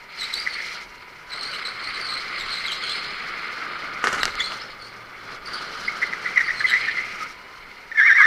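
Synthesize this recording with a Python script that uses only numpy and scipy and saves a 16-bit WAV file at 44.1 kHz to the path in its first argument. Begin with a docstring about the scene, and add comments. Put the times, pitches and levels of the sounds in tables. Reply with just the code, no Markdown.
"""Wheels roar and drum through a camera case worn by the driver of an electric go-kart on polished concrete in a
large hall. Sliding tyres chirp high and screech lower as they bite harder: tones with a pitch that load drags down.
Half-way the kart jolts over a bump and its plastic parts knock, as decaying case modes. Rolling and skidding are
coloured, fluttering noise; a faint drive whine and hum are sines. The tyre cries alone carry a diffuse hall tail."""
import sys
import numpy as np
from scipy import signal
from scipy.fft import rfft, irfft, next_fast_len
from scipy.io import wavfile
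from scipy.ndimage import uniform_filter1d, minimum_filter1d

SR = 44100
rng = np.random.default_rng(int(sys.argv[2]) if len(sys.argv) > 2 else 0)


def write(x):
    x = np.atleast_2d(x).T
    wavfile.write(sys.argv[1], SR, np.round(np.clip(x, -1, 1) * 32767).astype(np.int16))

N = 364548
TIME = np.arange(N) / SR

# motor speed, as the pitch of its whine: (time [s], pitch [Hz])
SPEED = [(0, 919), (.8, 905), (1.15, 946), (1.45, 1034), (1.9, 1042), (3.2, 1131), (3.8, 1232), (4.8, 1150),
         (6, 1120), (7, 945), (7.3, 937), (7.68, 1033), (7.76, 922), (8.27, 852)]
CRUISE_HZ = 1000  # whine pitch at cruising speed
# rolling levels at cruising speed [dB]; scrub, sizzle and hiss do not grow with speed
ROAD_DB, CASE_DB, SHAKE_DB = -51, -46.5, -58
ROLL_SCRUB_DB, ROLL_SIZZLE_DB, ROLL_HISS_DB = -46.5, -55, -59
ROAR_DB_PER_OCTAVE = 12  # growth of road, case and shake with speed
# sideways slides; roar and drumming as at cruising speed:
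# (start [s], attack [s], end [s], release [s], road roar [dB], drumming [dB], hiss [dB])
SKIDS = [(.08, .14, .79, .09, -50, -40.5, -47.5), (1.285, .05, 4.56, .25, -49, -38, -53),
         (5.15, .17, 5.335, .09, -47, -39, -51), (5.41, .12, 7.24, .15, -47, -37, -48),
         (7.9, .3, 8.3, .1, -58, -50, -50)]
# scrub in a full skid: (time [s], level [dB])
SCRUB_LEVEL = [(.4, -36.5), (1.4, -38), (3, -33.5), (4.5, -40.5), (5.8, -47), (6.9, -29.5), (7.3, -38),
               (8.27, -34)]
# sizzle in a full skid: (time [s], level [dB])
SIZZLE_LEVEL = [(.2, -40.5), (1.4, -43), (2.9, -35.5), (3.3, -41.5), (4, -47), (4.5, -40), (5.3, -46),
                (5.6, -41.5), (6.5, -46.5), (6.8, -36.5), (7.15, -49), (8.27, -45)]
# chassis shaking around the bump: moment, half-width and peak level
BUMP_S, BUMP_WIDTH_S, BUMP_SHAKE_DB = 4.27, .15, -49

# noise colours, relative levels: (frequency [Hz], density [dB per Hz])
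ROAD = [(60, -29), (110, -5.5), (190, 0), (280, -3), (400, 2), (620, -1), (800, -1), (1050, -0.5),
        (1500, -33), (3000, -58)]
DRUMMING = [(800, -24), (1090, -10.5), (1230, 2.5), (1350, 0.5), (1450, 1.5), (1580, -3.5), (1800, -7.5),
            (2200, -11), (2550, -17.5), (3000, -14), (3600, -24), (5000, -23)]
TREAD = [(1300, -40), (1650, -9), (1900, -4.5), (2120, 3.5), (2350, -3), (2560, -9.5), (2950, -16.5),
         (3400, -20.5), (5000, -46)]
SIZZLE = [(2400, -10), (3000, -0.5), (3700, -4), (4300, 6), (4650, -3), (4900, -2.5), (5060, 2.5),
          (5350, -41), (7000, -21.5), (8300, -30), (9200, -18.5), (10000, -61)]
HISS = [(2500, -9), (4000, 2), (5600, 7), (6600, -3), (7600, -9.5), (9100, -9.5), (10000, -14.5),
        (11400, -13), (13000, -20), (16000, -22)]
RUMBLE = [(10, -2), (25, -3.5), (36, -6), (50, -9.5), (70, -12.5), (130, -25)]
# grit under a jolted wheel: (frequency [Hz], density [dB per Hz])
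GRIT = [(2500, -6), (4000, -2), (6000, 5), (8800, -6), (10000, -8), (11500, -13), (13000, -22),
        (16000, -32)]

# hard slides: (start [s], length [s], lowest nominal pitch [Hz], level at deepest bite [dB], roughness [0-1])
SCREECHES = [(.459, 0.023, 2020, -22.5, .75), (.564, 0.058, 2070, -31.5, .7), (4.384, .047, 2043, -27, 0.3),
             (5.877, .018, 2060, -20.5, .3), (6.016, .03, 1967, -19.5, 0.6), (6.127, 0.015, 1927, -24, .85),
             (6.241, 0.054, 1990, -26.5, 0.81), (6.359, 0.04, 2015, -15.5, .42),
             (6.392, .027, 1792, -17.5, 0.54), (6.477, 0.044, 1931, -20.5, 0.5),
             (6.603, .017, 1744, -21, .85), (6.641, 0.023, 2004, -15.5, 0.07),
             (6.681, 0.061, 1720, -24.5, 0.61), (6.717, 0.073, 2000, -17.5, .35),
             (6.872, 0.036, 1792, -23, .55), (6.953, .068, 2030, -24.5, .3), (7.2, 0.042, 1250, -29, .06),
             (7.915, 0.015, 1840, -27.5, .4), (7.947, .027, 1780, -28, 0.2), (8.18, .065, 1210, -21, .3)]
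SCREECH_BEND = .079  # share by which the pitch lies higher with no load
SCREECH_BITE = .44  # moment of the deepest bite, as a share of the length
# tyres in a full slide: (start [s], length [s], mean pitch [Hz], swing [Hz], wheel speed [turns per s],
# first low point [s], level half-way [dB], swell at the low point [dB])
SQUEALS = [(7.972, 0.33, 1780, 165, 9.5, 8.0, -17, 4), (7.97, 0.29, 2010, 185, 8.9, 8.024, -15.5, -1)]
SQUEAL_ATTACK_S, SQUEAL_GROWTH_DB_PER_S, SQUEAL_ROUGH = .0071, 18, .12
SQUEAL_LURCH, SQUEAL_LURCHES_PER_S = .028, 30  # rms share by which the pitch strays, and how often
# screech overtones as the case passes them: (frequency [Hz], level re fundamental [dB])
SCREECH_OVERTONES = [(3200, -29), (3700, -23), (4000, -32.5), (5000, -52), (5500, -24.5), (6100, -39),
                     (7000, -62), (9200, -50), (11000, -67)]

# light slides: (start [s], length [s], lowest nominal pitch [Hz], level before CHIRP_TRIM_DB [dB],
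# moment of the deepest bite [share of length])
CHIRPS = [(.178, 0.081, 3950, -28, 0.77), (0.326, .026, 3980, -23.5, 0.57), (0.342, 0.093, 4450, -30, 0.2),
          (.49, .08, 4300, -36, .5), (1.299, 0.085, 3990, -33, .4), (1.388, 0.12, 4110, -31, .3),
          (1.508, .07, 4010, -33.5, .5), (1.524, .035, 2880, -34, 0.45), (1.644, .055, 3980, -28.5, 0.28),
          (1.814, 0.084, 4200, -33, 0.45), (1.942, 0.038, 4120, -30.5, .3), (2.003, 0.2, 4130, -30, 0.8),
          (2.379, .07, 3850, -33.5, 0.38), (2.498, .11, 4010, -28.5, .5), (2.656, .018, 3900, -27.5, 0.54),
          (2.675, .06, 3100, -28.5, .6), (2.715, .028, 3945, -26, 0.21), (2.814, .12, 3180, -33, 0.45),
          (2.827, 0.16, 4036, -29.5, .4), (4.206, 0.037, 3890, -26, 0.67), (4.392, 0.0346, 3380, -24, 0.61),
          (4.418, .07, 4070, -29, 0.25), (4.612, .028, 5110, -37.5, 0.76), (4.79, .1, 4350, -42, .5),
          (5.458, .032, 4500, -34, .25), (5.532, .055, 4470, -32.5, .25), (5.85, .035, 4750, -37, .7),
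          (6.436, 0.052, 4460, -36.5, 0.35), (6.534, 0.086, 4100, -35, 0.82),
          (6.663, .066, 3890, -28, 0.58), (6.664, .05, 2990, -30.5, .5)]
CHIRP_TRIM_DB = -1.5
CHIRP_BEND = .11  # share by which the pitch lies higher with no load
# chirp overtones as the case passes them: (frequency [Hz], level re fundamental [dB])
CHIRP_OVERTONES = [(6000, -22), (7500, -16), (8400, -23.5), (9300, -19), (10000, -42), (11500, -23),
                   (13000, -62), (16000, -52)]

# plastic on plastic: (time [s], peak level [dB], hardness as upper band edge [Hz])
KNOCKS = [(4.027, -24, 1500), (4.0403, -7, 2200), (4.0421, -16.5, 1600), (4.0715, -7.5, 3000),
          (4.129, -14, 2000), (4.145, -18, 2000), (4.192, -17, 2500), (4.232, -0.5, 7160),
          (4.2547, -2.5, 7200), (4.279, -12, 5020), (4.3545, -19, 10000), (4.52, -16, 2700)]
# modes of the camera case: (frequency [Hz], width [Hz], mean strength per Hz of width [dB])
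CASE = [(1260, 190, 1), (1510, 130, -19), (1720, 410, 6), (2080, 230, 5.5), (2840, 150, 8.5),
        (4430, 1200, 1.5), (5600, 1700, -7), (8600, 1800, -28), (11300, 1500, -27)]
# loose parts rattle after the bump, spread 3 dB either side of the level
RATTLE_FROM_S, RATTLE_TO_S, RATTLE_DB, RATTLE_HZ = 4.04, 4.2, -20, 2000

# mean motor hum: (time [s], level [dB])
HUM = [(0, -76), (2.35, -58), (3.2, -77), (5, -56.5), (5.6, -64), (6.9, -56.5), (7.3, -70)]
WHINE_DB, WHINE_DB_PER_OCTAVE = -54, 15  # level at steady cruising speed, growth with speed
THROTTLE_DB = 2.2  # at most this much louder under power, and softer when coasting
CUTOFF_HZ = 15500


def wheels():
    """Rolling roars and drums on the case, louder with speed; skidding rubber adds scrub, sizzle and hiss."""
    sliding, skid_roar, skid_drumming, skid_hiss = skids()
    pace = from_db(ROAR_DB_PER_OCTAVE * speed_octaves())
    scrub_db, sizzle_db = in_time(SCRUB_LEVEL)[0], in_time(SIZZLE_LEVEL)[0]
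    # hypot adds the powers of rolling and skidding
    road_level = pace * np.hypot(from_db(ROAD_DB), skid_roar)
    case_level = pace * np.hypot(from_db(CASE_DB), skid_drumming)
    scrub_level = np.hypot(from_db(ROLL_SCRUB_DB), sliding * from_db(scrub_db))
    sizzle_level = np.hypot(from_db(ROLL_SIZZLE_DB), sliding * from_db(sizzle_db))
    hiss_level = np.hypot(from_db(ROLL_HISS_DB), skid_hiss)
    bump = from_db(BUMP_SHAKE_DB) / (1 + ((TIME - BUMP_S) / BUMP_WIDTH_S) ** 2)
    shake_level = np.hypot(pace * from_db(SHAKE_DB), bump)

    road = road_level * noise(ROAD, flutter_db=1.3, flutter_rate=46)
    case = case_level * noise(DRUMMING, flutter_db=1.5, flutter_rate=30)
    scrub = scrub_level * noise(TREAD, flutter_db=2.0, flutter_rate=26)
    sizzle = sizzle_level * noise(SIZZLE, flutter_db=2.5, flutter_rate=33)
    hiss = hiss_level * noise(HISS, flutter_db=3.5, flutter_rate=18)
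    shake = shake_level * noise(RUMBLE, flutter_db=2.5, flutter_rate=5.6)
    return road + case + scrub + sizzle + hiss + shake


def skids():
    """Each skid sets in, holds and lets go: slide (0-1), then the gains of roar, drumming and hiss."""
    start, attack, end, release, *levels_db = np.transpose(SKIDS)[:, :, None]
    rise = (TIME - start) / attack
    fall = 1 - (TIME - end) / release
    gates = np.clip(np.minimum(rise, fall), 0, 1)
    return [gates.sum(axis=0)] + [np.sum(from_db(db) * gates, axis=0) for db in levels_db]


def screeches():
    """Loaded tyres shudder low: hoarse while they skip, nearly pure in a full slide, swinging with the wheel."""
    wander, grip_db, out = 0.12 * drift(320), 5.9 * drift(143), np.zeros(N)

    def shudder(i, hz, rough):
        """Roughness shakes both pitch and grip."""
        shaken_hz = hz * (1 + rough * wander[i])
        grip = from_db(np.sqrt(abs(rough)) * grip_db[i])
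        return stick_slip(shaken_hz, grip, SCREECH_OVERTONES)

    for start, length, low_hz, db, rough in SCREECHES:
        i = samples(start, length)
        pressed = load(i, SCREECH_BITE)
        hz = low_hz * (1 + SCREECH_BEND * (1 - pressed))
        add(out, start, from_db(db) * pressed ** .42 * shudder(i, hz, rough))
    for start, length, hz, swing_hz, turns_per_s, low_s, db, swell_db in SQUEALS:
        i = samples(start, length)
        age = TIME[i] - start
        turn = np.cos(2 * np.pi * turns_per_s * (TIME[i] - low_s))
        growth_db = SQUEAL_GROWTH_DB_PER_S * (age - length / 2)
        attack = np.minimum(age / SQUEAL_ATTACK_S, 1)
        level = from_db(db + swell_db * turn + growth_db) * attack
        lurch = 1 + SQUEAL_LURCH * drift(SQUEAL_LURCHES_PER_S)[i]
        add(out, start, level * shudder(i, (hz - swing_hz * turn) * lurch, SQUEAL_ROUGH))
    # torn rubber rasps along with the tone
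    drumming = from_db(-20) * noise(DRUMMING, flutter_db=3.5, flutter_rate=70)
    hiss = from_db(-35) * noise(HISS, flutter_db=3.0, flutter_rate=90)
    return out + force_of(out) * (drumming + hiss)


def chirps():
    """Light tread edges squeak high; load drags the pitch down, and lower squeaks slip more raggedly."""
    wander, grip, out = .026 * drift(276), from_db(4.65 * drift(136)), np.zeros(N)
    for start, length, low_hz, db, bite in CHIRPS:
        i = samples(start, length)
        pressed = load(i, bite)
        ragged = (4400 / low_hz) ** 1.55
        hz = low_hz * (1 + CHIRP_BEND * (1 - pressed)) * (1 + ragged * wander[i])
        level = from_db(db + CHIRP_TRIM_DB) * pressed ** 0.37
        add(out, start, level * stick_slip(hz, grip[i], CHIRP_OVERTONES))
    sizzle = from_db(-15.5) * noise(SIZZLE, flutter_db=4.0, flutter_rate=180)
    hiss = from_db(-19.5) * noise(HISS, flutter_db=5.0, flutter_rate=89)
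    return out + force_of(out) * (sizzle + hiss)


def stick_slip(hz, flutter, overtones):
    """Tread sticks and slips at a given pitch; overtones come and go with the firmness of the grip."""
    phase = 2 * np.pi * np.cumsum(hz) / SR
    orders = np.arange(2, 6)[:, None]
    heights = from_db(np.interp(orders * hz, *np.transpose(overtones), right=-99))
    upper = np.sum(heights * np.sin(orders * phase), axis=0)
    tone = np.sin(phase) + rms_one(np.sqrt(flutter)) * upper
    return np.sqrt(2) * tone * rms_one(flutter)


def load(i, bite):
    """The load on the tread rises from 0 to 1 at the deepest bite and falls again."""
    age = np.linspace(0, 1, len(i))
    ramp = np.interp(age, [0, np.clip(bite, .05, .95), 1], [0, 1, 0])
    return np.sin(np.pi / 2 * ramp)


def force_of(x):
    """The force behind a tone, as its short-term rms."""
    return np.sqrt(np.abs(uniform_filter1d(x ** 2, size=400)))


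def knocks():
    """Short contacts ring the case, harder ones up to its higher modes; loose parts buzz and grit crunches."""
    out, jolt, t = np.zeros(N), np.zeros(N), np.arange(SR // 10) / SR
    hz, width, mode_db = np.transpose(CASE)[:, :, None]
    for s, db, hard_hz in KNOCKS + rattle(count=8):
        # each contact excites the modes a little differently
        strength = from_db(mode_db + 2.0 * rng.standard_normal(hz.shape)) * width
        modes = np.sin(2 * np.pi * (hz * t + rng.random(hz.shape)))
        ring = np.sum(strength * np.exp(-np.pi * width * t) * modes, axis=0)
        band = signal.butter(2, [400, min(hard_hz, SR / 4)], "band", fs=SR, output="sos")
        ring = signal.sosfilt(band, ring)
        add(out, s, from_db(db) * ring / np.abs(ring).max())
        # soft, heavy contacts shake the most
        softness = 1 / (1 + (hard_hz / 3000) ** 2)
        add(jolt, s, from_db(db) * softness * np.exp(-t / 0.02))
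    buzz = from_db(-10.0) * noise(DRUMMING, flutter_db=1.5, flutter_rate=120)
    thud = from_db(-21) * noise(ROAD, flutter_db=0.0, flutter_rate=120)
    crunch = from_db(-24.5) * noise(GRIT, flutter_db=3.0, flutter_rate=200)
    return out + jolt * (buzz + thud + crunch)


def rattle(count):
    """Loose parts touch at uneven moments after the bump; rows as in KNOCKS."""
    when, size = rng.random((count, 2)).T
    times = RATTLE_FROM_S + (RATTLE_TO_S - RATTLE_FROM_S) * (np.arange(count) + when) / count
    return [(s, db, RATTLE_HZ) for s, db in zip(times, RATTLE_DB + 6 * (size - .5))]


def drive():
    """Two close gear tones and a flickering overtone follow the motor's speed over a hum near 114 Hz."""
    hz, = in_time(SPEED)
    phases = [2 * np.pi * np.cumsum(ratio * hz * (1 + 0.00498 * drift(52))) / SR for ratio in (1, 1.065)]
    whine = sum(np.sin(phase) * from_db(2.6 * drift(7.9)) for phase in phases)
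    overtone = from_db(-7 + 3 * drift(10)) * np.sin(3 * phases[0])
    hum_phase = 2 * np.pi * np.cumsum(114 * (1 + 0.0234 * drift(9.8))) / SR
    hum = np.sin(hum_phase) * from_db(3 * drift(9))
    octaves = speed_octaves()
    # acceleration in octaves per second, squeezed to -1 (coasting) to 1 (power)
    acceleration = uniform_filter1d(np.gradient(octaves) * SR, size=8000)
    throttle = np.tanh(acceleration / .06)
    whine_level = from_db(WHINE_DB + WHINE_DB_PER_OCTAVE * octaves + THROTTLE_DB * throttle)
    return whine_level * (whine + overtone) + from_db(in_time(HUM)[0]) * hum


def speed_octaves():
    """Speed above cruising, in octaves."""
    return np.log2(in_time(SPEED)[0] / CRUISE_HZ)


def hollow(x, hz, q):
    """An antiresonance of the case."""
    return signal.lfilter(*signal.iirnotch(hz, q, fs=SR), x)


def hall(x, t60, wet_db):
    """Floor, barriers and roof return a diffuse tail."""
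    t = np.arange(SR) / SR
    echoes = rng.standard_normal(SR) * from_db(-60 * t / t60)
    echoes = echoes / np.sqrt(np.sum(echoes ** 2))
    return x + from_db(wet_db) * signal.fftconvolve(x, echoes)[:N]


def microphone_hiss():
    """Faint, steady white noise of the microphone."""
    return from_db(-64.5) * rng.standard_normal(N)


def noise(spectrum, flutter_db, flutter_rate):
    """Friction noise of a given colour whose force flutters; rms 1."""
    size = next_fast_len(N)
    hz, db = np.transpose(spectrum)
    grid = np.arange(1, size // 2 + 2) * SR / size
    colour = from_db(np.interp(np.log(grid), np.log(hz), db, left=-90, right=-90))
    force = rng.standard_normal(N) * from_db(flutter_db * drift(flutter_rate))
    return rms_one(irfft(rfft(force, size) * colour, size)[:N])


def drift(rate):
    """Smooth chance of rms 1 that changes about rate times a second."""
    size = next_fast_len(N)
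    hz = np.arange(size // 2 + 1) * SR / size
    smooth = rfft(rng.standard_normal(size)) / (1 + (hz / rate) ** 2)
    return rms_one(irfft(smooth, size)[:N])


def in_time(rows):
    """Each column of a curve at every sample."""
    s, *columns = np.transpose(rows)
    return [np.interp(TIME, s, c) for c in columns]


def samples(start, length):
    """The samples that an event covers."""
    return np.arange(round(start * SR), min(round((start + length) * SR), N))


def add(out, start, sound):
    """Mix a sound in from a given time."""
    i = round(start * SR)
    out[i:i + len(sound)] += sound[:max(N - i, 0)]


def from_db(db):
    """Decibels to gain."""
    return 10 ** (np.asarray(db) / 20)


def rms_one(x):
    """Scale to unit power."""
    return x / np.sqrt(np.mean(np.abs(x) ** 2) + 1e-20)


def scene():
    """The kart close to the microphone, its tyre cries echoed by the hall, over faint microphone hiss."""
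    low = hall(hollow(screeches(), hz=2630, q=7.5), t60=0.39, wet_db=-8.5)
    high = hall(chirps(), t60=0.48, wet_db=-7)
    return (wheels() + low + high + knocks() + drive() + microphone_hiss())[None]


def record(dry):
    """A look-ahead limiter holds the peaks at full scale; then the top above CUTOFF_HZ is cut."""
    needed = 1 / np.maximum(np.abs(dry), 1)
    gain = uniform_filter1d(minimum_filter1d(needed, size=400), size=400)
    low_pass = signal.ellip(12, .1, 90, CUTOFF_HZ, fs=SR, output="sos")
    return signal.sosfilt(low_pass, gain * dry)


dry = scene()
out = record(dry)
write(out)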